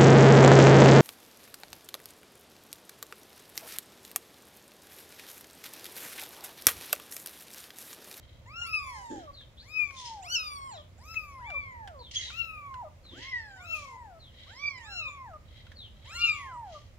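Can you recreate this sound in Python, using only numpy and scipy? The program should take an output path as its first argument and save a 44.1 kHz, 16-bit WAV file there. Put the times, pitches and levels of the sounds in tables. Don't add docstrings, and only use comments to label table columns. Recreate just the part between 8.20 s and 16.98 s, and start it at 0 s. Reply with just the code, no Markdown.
import sys
import numpy as np
from scipy import signal
from scipy.fft import rfft, irfft
from scipy.io import wavfile
from scipy.ndimage import uniform_filter1d

SR = 44100
rng = np.random.default_rng(int(sys.argv[2]) if len(sys.argv) > 2 else 0)


def generate_wav(signal):
    frames = np.transpose(np.atleast_2d(signal))
    scaled = np.clip(frames, -1, 1) * 32767
    pcm = np.round(scaled).astype(np.int16)
    wavfile.write(sys.argv[1], SR, pcm)


N = 387360
TIME = np.arange(N) / SR
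CUTOFF_HZ = 15700


def from_db(db):
    return 10 ** (np.asarray(db) / 20)


def unit_rms(x):
    return x / np.sqrt(np.mean(x ** 2) + 1e-20)


def at_hz(curve, hz):
    curve = np.array(curve)
    return np.interp(np.log(np.maximum(hz, 1)), np.log(curve[:, 0]), curve[:, 1])


def pan(db):
    gains = from_db(np.array([[.5], [-.5]]) * db)
    return gains / np.sqrt(np.mean(gains ** 2, axis=0))


def drift(size, rate_hz):
    hz = np.fft.rfftfreq(size, 1 / SR)
    return unit_rms(irfft(rfft(rng.standard_normal(size)) / (1 + (hz / rate_hz) ** 2), size))


def ramp(x, begin, end):
    return np.clip((x - begin) / max(end - begin, 1 / SR), 0, 1)


def add(out, start_s, sound):
    i = max(int(start_s * SR), 0)
    out[:, i:i + sound.shape[-1]] += sound[..., :N - i]


# f/Hz, left-right correlation
CORRELATION = [(50, 0.97), (250, 0.8), (600, 0.58), (1200, 0.17), (4000, 0.015), (15000, 0.018)]
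def noise(colour, size=N, tilt_db=0):
    hz = np.fft.rfftfreq(size, 1 / SR)
    mid, side = rfft(rng.standard_normal((2, size)))
    alike = at_hz(CORRELATION, hz)
    stereo = np.sqrt(1 + alike) * mid + np.sqrt(1 - alike) * side * [[1], [-1]]
    skirts = 1 / np.sqrt((1 + (colour[0][0] / (hz + 1)) ** 8) * (1 + (hz / colour[-1][0]) ** 8))
    eq = from_db(at_hz(colour, hz) + tilt_db * np.log2(hz + 1))
    return unit_rms(irfft(stereo * skirts * eq, size))


def bursts(cues, colour, flutter_db, flutter_hz, depth_db):
    out, t = np.zeros((2, N)), TIME[:SR // 2]
    for start, peak, end, db, tilt_db in cues:
        level = np.interp(start + t, [start, peak, end], [db - depth_db, db, db - depth_db],
                          right=-np.inf)
        flutter = unit_rms(from_db(flutter_db * drift(len(t), flutter_hz)))
        add(out, start, from_db(level) * flutter * noise(colour, len(t), tilt_db))
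    return out


# f/Hz, relative level/dB
RUMBLE_EQ = [(12, -40), (20, -12.5), (81, 2.5), (120, -4.5), (145, -12.5), (199, -18), (230, -19.5),
             (300, -46), (510, -120)]
AIR_EQ = [(180, 10), (300, 7), (430, 3), (550, 11), (760, 1), (1100, 0), (1600, -3), (2100, -1), (3200, -7),
          (4500, -9), (7300, -12), (8500, -18), (15500, -18)]
# t/s, level/dB
RUMBLE_RIDE = [(0, -52.5), (2.3, -56.5), (2.7, -52), (3.7, -52), (6.6, -55.5), (7.3, -51), (8.78, -53)]
def room_tone(air_db=-62.5):
    ride = from_db(np.interp(TIME, *np.transpose(RUMBLE_RIDE)))
    return ride * noise(RUMBLE_EQ) + from_db(air_db) * noise(AIR_EQ)


def reverb(send, t60_s=0.34, predelay_s=0.011, wall_hz=6000):
    t = TIME[:SR * 3 // 4]
    tail = rng.standard_normal((2, len(t))) * from_db(-60 * t / t60_s) * (t > predelay_s)
    tail /= np.sqrt(np.sum(tail ** 2, axis=1, keepdims=True))
    tail = signal.sosfilt(signal.butter(1, wall_hz, fs=SR, output="sos"), tail)
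    return signal.fftconvolve(send, tail, axes=1)[:, :N]


# start t/s, peak t/s, end t/s, level/dB, tilt/(dB per octave)
SNUFFLE_CUES = [(0, .04, 0.28, -60, -1), (.9, 1.0, 1.19, -61, -2), (6.1, 6.22, 6.46, -50.5, -1),
                (7.25, 7.38, 7.55, -54, -1), (7.74, 7.87, 8.1, -54, 0)]
# f/Hz, relative level/dB
SNUFFLE_EQ = [(1700, -14.5), (2000, -1.5), (2500, -16), (2950, -9), (3200, 3.5), (3500, -10), (3900, 0),
              (4400, -13.5), (6000, -20)]
def snuffles():
    return bursts(SNUFFLE_CUES, SNUFFLE_EQ, flutter_db=2.5, flutter_hz=40, depth_db=17)


# start t/s, peak t/s, end t/s, level/dB, tilt/(dB per octave)
SCUFF_CUES = [(.897, .915, 0.96, -36.5, -1), (.92, .96, 1.06, -45, 1), (4.915, 4.927, 4.96, -45.5, -2),
              (4.965, 4.978, 5.03, -49, 1.5)]
# f/Hz, relative level/dB
SCUFF_EQ = [(190, -12.5), (270, 4.5), (350, 6.5), (440, -13.5), (550, -2), (800, -37), (1200, -47),
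            (1650, -11), (2400, -44), (3200, -21), (4200, -32), (7000, -24.5), (10000, -50)]
def scuffs():
    return bursts(SCUFF_CUES, SCUFF_EQ, flutter_db=2, flutter_hz=150, depth_db=12)


# start t/s, peak t/s, end t/s, level/dB, tilt/(dB per octave)
SUCK_CUES = [(.68, .76, 1.05, -57, 14), (1.72, 1.79, 1.95, -45, 5.5), (1.80, 1.855, 2.01, -43.5, 1),
             (4.90, 5.04, 5.24, -44.5, -8), (3.907, 3.913, 4.0, -45, 1), (3.93, 3.947, 4.07, -39, 1),
             (3.96, 4.015, 4.26, -41, -1), (5.46, 5.57, 5.77, -49, 6), (8.08, 8.17, 8.4, -57, -1),
             (8.44, 8.54, 8.76, -54, -2.5)]
# f/Hz, relative level/dB
SUCK_EQ = [(880, -68), (1500, -34.5), (1950, -10), (2420, -19.5), (3260, -3.5), (3480, -14.5), (4040, -9.5),
           (4650, -13), (6510, -13), (7700, -27.5), (9540, -30), (11200, -62.5), (14000, -61)]
def sucking():
    return bursts(SUCK_CUES, SUCK_EQ, flutter_db=1.5, flutter_hz=90, depth_db=21.5)


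# t/s, relative level/dB, cavity f/Hz
SMACK_CUES = [(1.21, -47.5, 1686), (1.707, -41, 1154), (2.943, -39.5, 2110), (3.302, -36.5, 1480),
              (3.336, -46, 1170), (3.675, -35.5, 1630), (3.683, -43, 810), (4.102, -37, 1396),
              (4.541, -40.5, 1470), (4.851, -53, 1210), (7.133, -58, 1420), (7.468, -48, 1430),
              (7.518, -42, 1720)]
def smacks(decay_s=0.0067, sag=0.16, upper_ratio=1.9, upper_db=-5, ring_db=-5, spit_db=-9):
    out, t = np.zeros((2, N)), TIME[:SR // 20]
    band = signal.butter(1, [700, 4200], "band", fs=SR, output="sos")
    decay = np.exp(-t / decay_s)
    for start, db, hz in SMACK_CUES:
        phase = 2 * np.pi * np.cumsum(hz * (1 + sag * (decay - .5))) / SR
        cavity = np.sin(phase) + from_db(upper_db) * np.sin(upper_ratio * phase)
        white = rng.standard_normal((2, len(t)))
        spit = unit_rms(signal.sosfilt(band, signal.sosfilt(band, white)))
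        add(out, start, from_db(db) * decay * (from_db(ring_db) * cavity + from_db(spit_db) * spit))
    return out


# t/s, length/s, first f/Hz, last f/Hz, relative level/dB, pitch wobble/Hz
SQUEAK_CUES = [(1.127, .13, 4680, 2930, -49, 99), (1.368, 0.07, 3270, 4900, -49, 200),
               (1.76, 0.067, 3620, 3474, -44.5, 60), (1.79, .012, 5200, 5500, -44, 80),
               (1.853, 0.013, 5380, 5070, -39.5, 80), (1.868, 0.021, 5450, 4910, -41, 80),
               (2.508, .13, 4610, 2894, -50, 101), (3.784, 0.14, 4570, 2860, -48.5, 100),
               (3.949, 0.052, 3310, 3220, -28, 35), (3.944, 0.065, 6590, 6350, -35, 70),
               (3.986, 0.066, 2078, 1956, -41.5, 60), (4.0, 0.13, 4094, 3645, -40, 80),
               (4.835, 0.15, 4450, 2760, -50.5, 89.5), (5.991, 0.13, 4440, 2880, -51, 86),
               (7.554, 0.14, 4660, 2730, -45.5, 75)]
def squeaks(skew=0.83, shimmer=0.44):
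    out = np.zeros((2, N))
    stereo_phase = np.array([[0], [np.pi / 2]])
    for start, length, first_hz, last_hz, db, wobble_hz in SQUEAK_CUES:
        glide = np.linspace(0, 1, int(length * SR))
        hz = first_hz * (last_hz / first_hz) ** glide + wobble_hz * drift(len(glide), 350)
        phase = 2 * np.pi * np.cumsum(hz) / SR + stereo_phase
        swell = np.abs(np.sin(np.pi * glide ** skew)) * (1 + shimmer * drift(len(glide), 200))
        add(out, start, from_db(db) * swell * np.sin(phase))
    return out


CATCH_S, CATCH_ATTACK_S = .032, .012
def mew_pitch(t, contour, waver=0.00401, waver_hz=25):
    start, crest, sag, closing, end, first_hz, crest_hz, sag_hz, drop_hz, bow = contour
    scoop = (crest_hz - first_hz) * np.sin(np.pi / 2 * ramp(t, start, crest))
    fall = sag_hz * ramp(t, sag, end) ** bow
    drop = drop_hz * np.sin(np.pi / 2 * ramp(t, closing, end - CATCH_S)) ** 2
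    pitch = uniform_filter1d(first_hz + scoop - fall - drop, size=300)
    return pitch * (1 + waver * drift(len(t), waver_hz))


def mew_envelopes(t, contour, voice, flutter_db=2.26, flutter_hz=30):
    start, crest, sag, closing, end = contour[:5]
    first_open, first_closed, second_open, second_closed, second_end = voice[:5]
    flare_peak, flare_s, flare_db, upper_open, upper_closed = voice[5:10]
    midway_db = (first_open + first_closed) / 2 - 2
    first_db = np.interp(t, [start, crest, (sag + closing) / 2, closing, end],
                         [first_open - 16, first_open, midway_db, first_closed, first_closed - 10])
    catch = end - CATCH_S
    second_db = np.interp(
        t, [start, crest, sag, closing, catch - CATCH_ATTACK_S, catch],
        [second_open - 21, second_open, second_open, second_closed, second_closed, second_end])
    upper_db = np.interp(t, [start, crest, sag, closing, end],
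                         [upper_open - 22, upper_open, upper_open, upper_closed, upper_closed - 8])
    width_s = flare_s * np.where(t < flare_peak, .75, 1)
    flare = from_db(flare_db) * np.exp(-.5 * ((t - flare_peak) / width_s) ** 2)
    flutter = from_db(flutter_db * drift(len(t), flutter_hz))
    return from_db(first_db), (from_db(second_db) + flare) * flutter, upper_db


# f/Hz, relative level/dB
THROAT_EQ = [(1300, 22.5), (2600, 5.5), (3500, -0.5), (4300, -4.5), (5300, 3), (6200, -17.5), (7000, -3.5),
             (8200, -25), (10000, -24), (12500, -21.5), (14000, -27), (16000, -33)]
def throat(orders, pitch, upper_db, voice, lobe_db=5, edge_db=5, edge_hold=0.75):
    treble_db, lobe_spacing = voice[10:]
    order = orders[:, None]
    hz = order * pitch
    lobes = lobe_db * np.cos(2 * np.pi * order / lobe_spacing)
    shelf = treble_db * ramp(hz, 6000, 9000)
    edge_band = np.exp(-.5 * ((order - 8.65) / 2.1) ** 2) * ramp(hz, 4000, 8000)
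    edge = edge_band * (edge_db + edge_hold * (upper_db.max() - upper_db))
    gains = from_db(at_hz(THROAT_EQ, hz) + lobes + shelf + edge) * (hz < CUTOFF_HZ)
    return gains / np.sqrt(np.sum(gains[:4] ** 2, axis=0))


def mew(contour, voice, stereo, jitter=0.0035, shimmer=0.12, swell_db=5, rasp_db=-27, fade_s=.012):
    start, crest, _, _, end = contour[:5]
    late_ms, first_pan, second_pan, upper_pan = stereo
    t = np.arange(start - fade_s / 2, end + fade_s / 2, 1 / SR)
    pitch = mew_pitch(t, contour)
    first, second, upper_db = mew_envelopes(t, contour, voice)
    phase = 2 * np.pi * np.cumsum(pitch * (1 + jitter * drift(len(t), 120))) / SR
    phase = phase - np.pi * pitch * late_ms / 1000 * np.array([[1], [-1]])
    out = first * pan(first_pan) * np.sin(phase) + second * pan(second_pan) * np.sin(2 * phase)
    roughness = from_db(rasp_db + 6.5 * (1 - ramp(t, start, crest)))
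    orders = np.arange(3, 17)
    for k, gain in zip(orders, throat(orders, pitch, upper_db, voice)):
        swell = from_db(swell_db * np.array([drift(len(t), 23), drift(len(t), 5.9)]))
        rasp = 1 + roughness * k * drift(len(t), 230)
        out += from_db(upper_db) * gain * swell * rasp * pan(upper_pan) * np.sin(k * phase)
    fade = np.clip(np.minimum(t - t[0], t[-1] - t) / fade_s, 0, 1)
    return t[0], out * fade * (1 + shimmer * drift(len(t), 75))


# start t/s, crest t/s, sag t/s, closing t/s, end t/s, first f/Hz,
# crest f/Hz, sag depth/Hz, closing drop/Hz, bow of the sag (1 = straight, less = falls early)
MEW_CONTOURS = [(.26, .40, .43, 0.71, 0.83, 880, 1406, 573, 70, 0.99),
                (.39, .545, 0.55, 0.94, 1.11, 690, 1295, 631, 110.4, 1.005),
                (1.415, 1.539, 1.584, 1.925, 2.08, 738, 1267, 505.5, 70, 0.85),
                (2.018, 2.135, 2.154, 2.474, 2.62, 752, 1500, 491, 419, .37),
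                (2.78, 2.906, 2.95, 3.26, 3.38, 687, 1313, 534.5, 250.3, 1.04),
                (3.18, 3.295, 3.394, 3.61, 3.829, 517, 1180, 546, 170, .96),
                (4.061, 4.191, 4.2, 4.61, 4.688, 804, 1373, 501.6, 286, 1.15),
                (4.913, 5.078, 5.11, 5.61, 5.769, 421, 1075, 579.3, 44.2, 0.64),
                (5.352, 5.516, 5.538, 5.8, 5.991, 819, 1351, 495, 215, .54),
                (6.26, 6.441, 6.485, 6.7, 6.899, 480, 1169, 609, 50, .85),
                (6.579, 6.73, 6.795, 7.03, 7.172, 772, 1379, 480, 301, .72),
                (7.852, 7.969, 8.06, 8.4, 8.585, 859, 1396, 600, 215, .65),
                (7.89, 8.025, 8.1, 8.26, 8.37, 526, 1199, 560, 69.7, 1.25)]
# fundamental level/dB at crest, closing; second harmonic level/dB at
# crest, closing, end; flare peak t/s, flare width/s, flare level/dB; overtone level/dB at crest,
# closing; treble shelf/dB; lobe spacing/harmonics
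MEW_VOICES = [(-40, -41.5, -40, -52, -61, 0.428, .016, -36, -49, -72, -12, 3.8),
              (-44, -41.5, -40, -58, -42, 0.556, .021, -28, -46, -70, 4, 4.3),
              (-55.5, -38.5, -43.5, -73, -63, 1.6006, 0.038, -24, -51, -77, -3, 5),
              (-38, -39, -38, -56.5, -49, 2.152, 0.027, -29.5, -35.5, -60, -4.5, 4.02),
              (-46.5, -42, -48, -60.5, -42.5, 2.976, .012, -25.5, -52, -80, 2, 5.2),
              (-51, -43.5, -36.5, -54, -46.5, 3.365, 0.018, -31.5, -59, -83, -11, 3.5),
              (-46.5, -37.5, -36.5, -62.5, -48.5, 4.211, 0.016, -27.5, -55.5, -82, 2.5, 3),
              (-52, -56, -43.5, -50, -44.5, 5.15, 0.03, -30.5, -53.5, -78, -9, 4.9),
              (-46, -43, -38, -58.5, -57.5, 5.53, 0.026, -35.5, -51, -82, 1.5, 2.5),
              (-48.5, -52, -42.5, -50.5, -48, 6.459, .025, -28, -49, -70, -14, 4.3),
              (-49.5, -41.5, -44.5, -56, -40.5, 6.816, 0.048, -33, -45, -77, -13.5, 2.95),
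              (-42.5, -38.5, -39.5, -63, -42, 8.05, .022, -19.5, -41.5, -80, -8.5, 3),
              (-48, -53.5, -37.5, -50, -47.5, 8.095, 0.017, -27, -46, -75, -14, 3.5)]
# left delay/ms; pan/dB of fundamental, second harmonic, overtones
MEW_STEREO = [(0.14, 1.0, 7, 0), (-0.302, -1, 5, -1.5), (0.076, 4, 14.5, -2), (-0.352, 2.5, 8, -1),
              (0.076, 5, 9, -0.5), (-0.29, -2.5, 3.5, 0.5), (0.16, 1, 13.5, 1), (-0.11, -2.0, 2, 2.5),
              (0.14, 5.5, 7.0, 0), (-0.076, -2.5, -6.5, 2.5), (0.13, 3.5, 3.5, -0.5), (0.07, 1, 6.0, -4),
              (0.076, 0, 4.0, 1)]
def kittens():
    out = np.zeros((2, N))
    for contour, voice, stereo in zip(MEW_CONTOURS, MEW_VOICES, MEW_STEREO):
        add(out, *mew(contour, voice, stereo))
    return out


def scene():
    foley = sucking() + scuffs() + snuffles()
    whistles = squeaks()
    near = foley + from_db(0.3) * kittens() + from_db(-0.5) * whistles + smacks()
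    bed = room_tone()
    send = near + from_db(1) * whistles
    return near + from_db(-12) * reverb(send) + bed


# f/Hz, pan/dB
PORT_BALANCE = [(100, -1.5), (600, 0.5), (1200, -4.5), (2300, -0.5), (5300, 3.5), (6500, -10.5),
                (8000, -9.5), (9800, -7), (11500, -1)]
def record(dry):
    hz = np.fft.rfftfreq(N, 1 / SR)
    coloured = irfft(rfft(dry) * pan(at_hz(PORT_BALANCE, hz)), N)
    return signal.sosfilt(signal.ellip(12, .1, 80, CUTOFF_HZ, fs=SR, output="sos"), coloured)


dry = scene()
out = record(dry)
generate_wav(out)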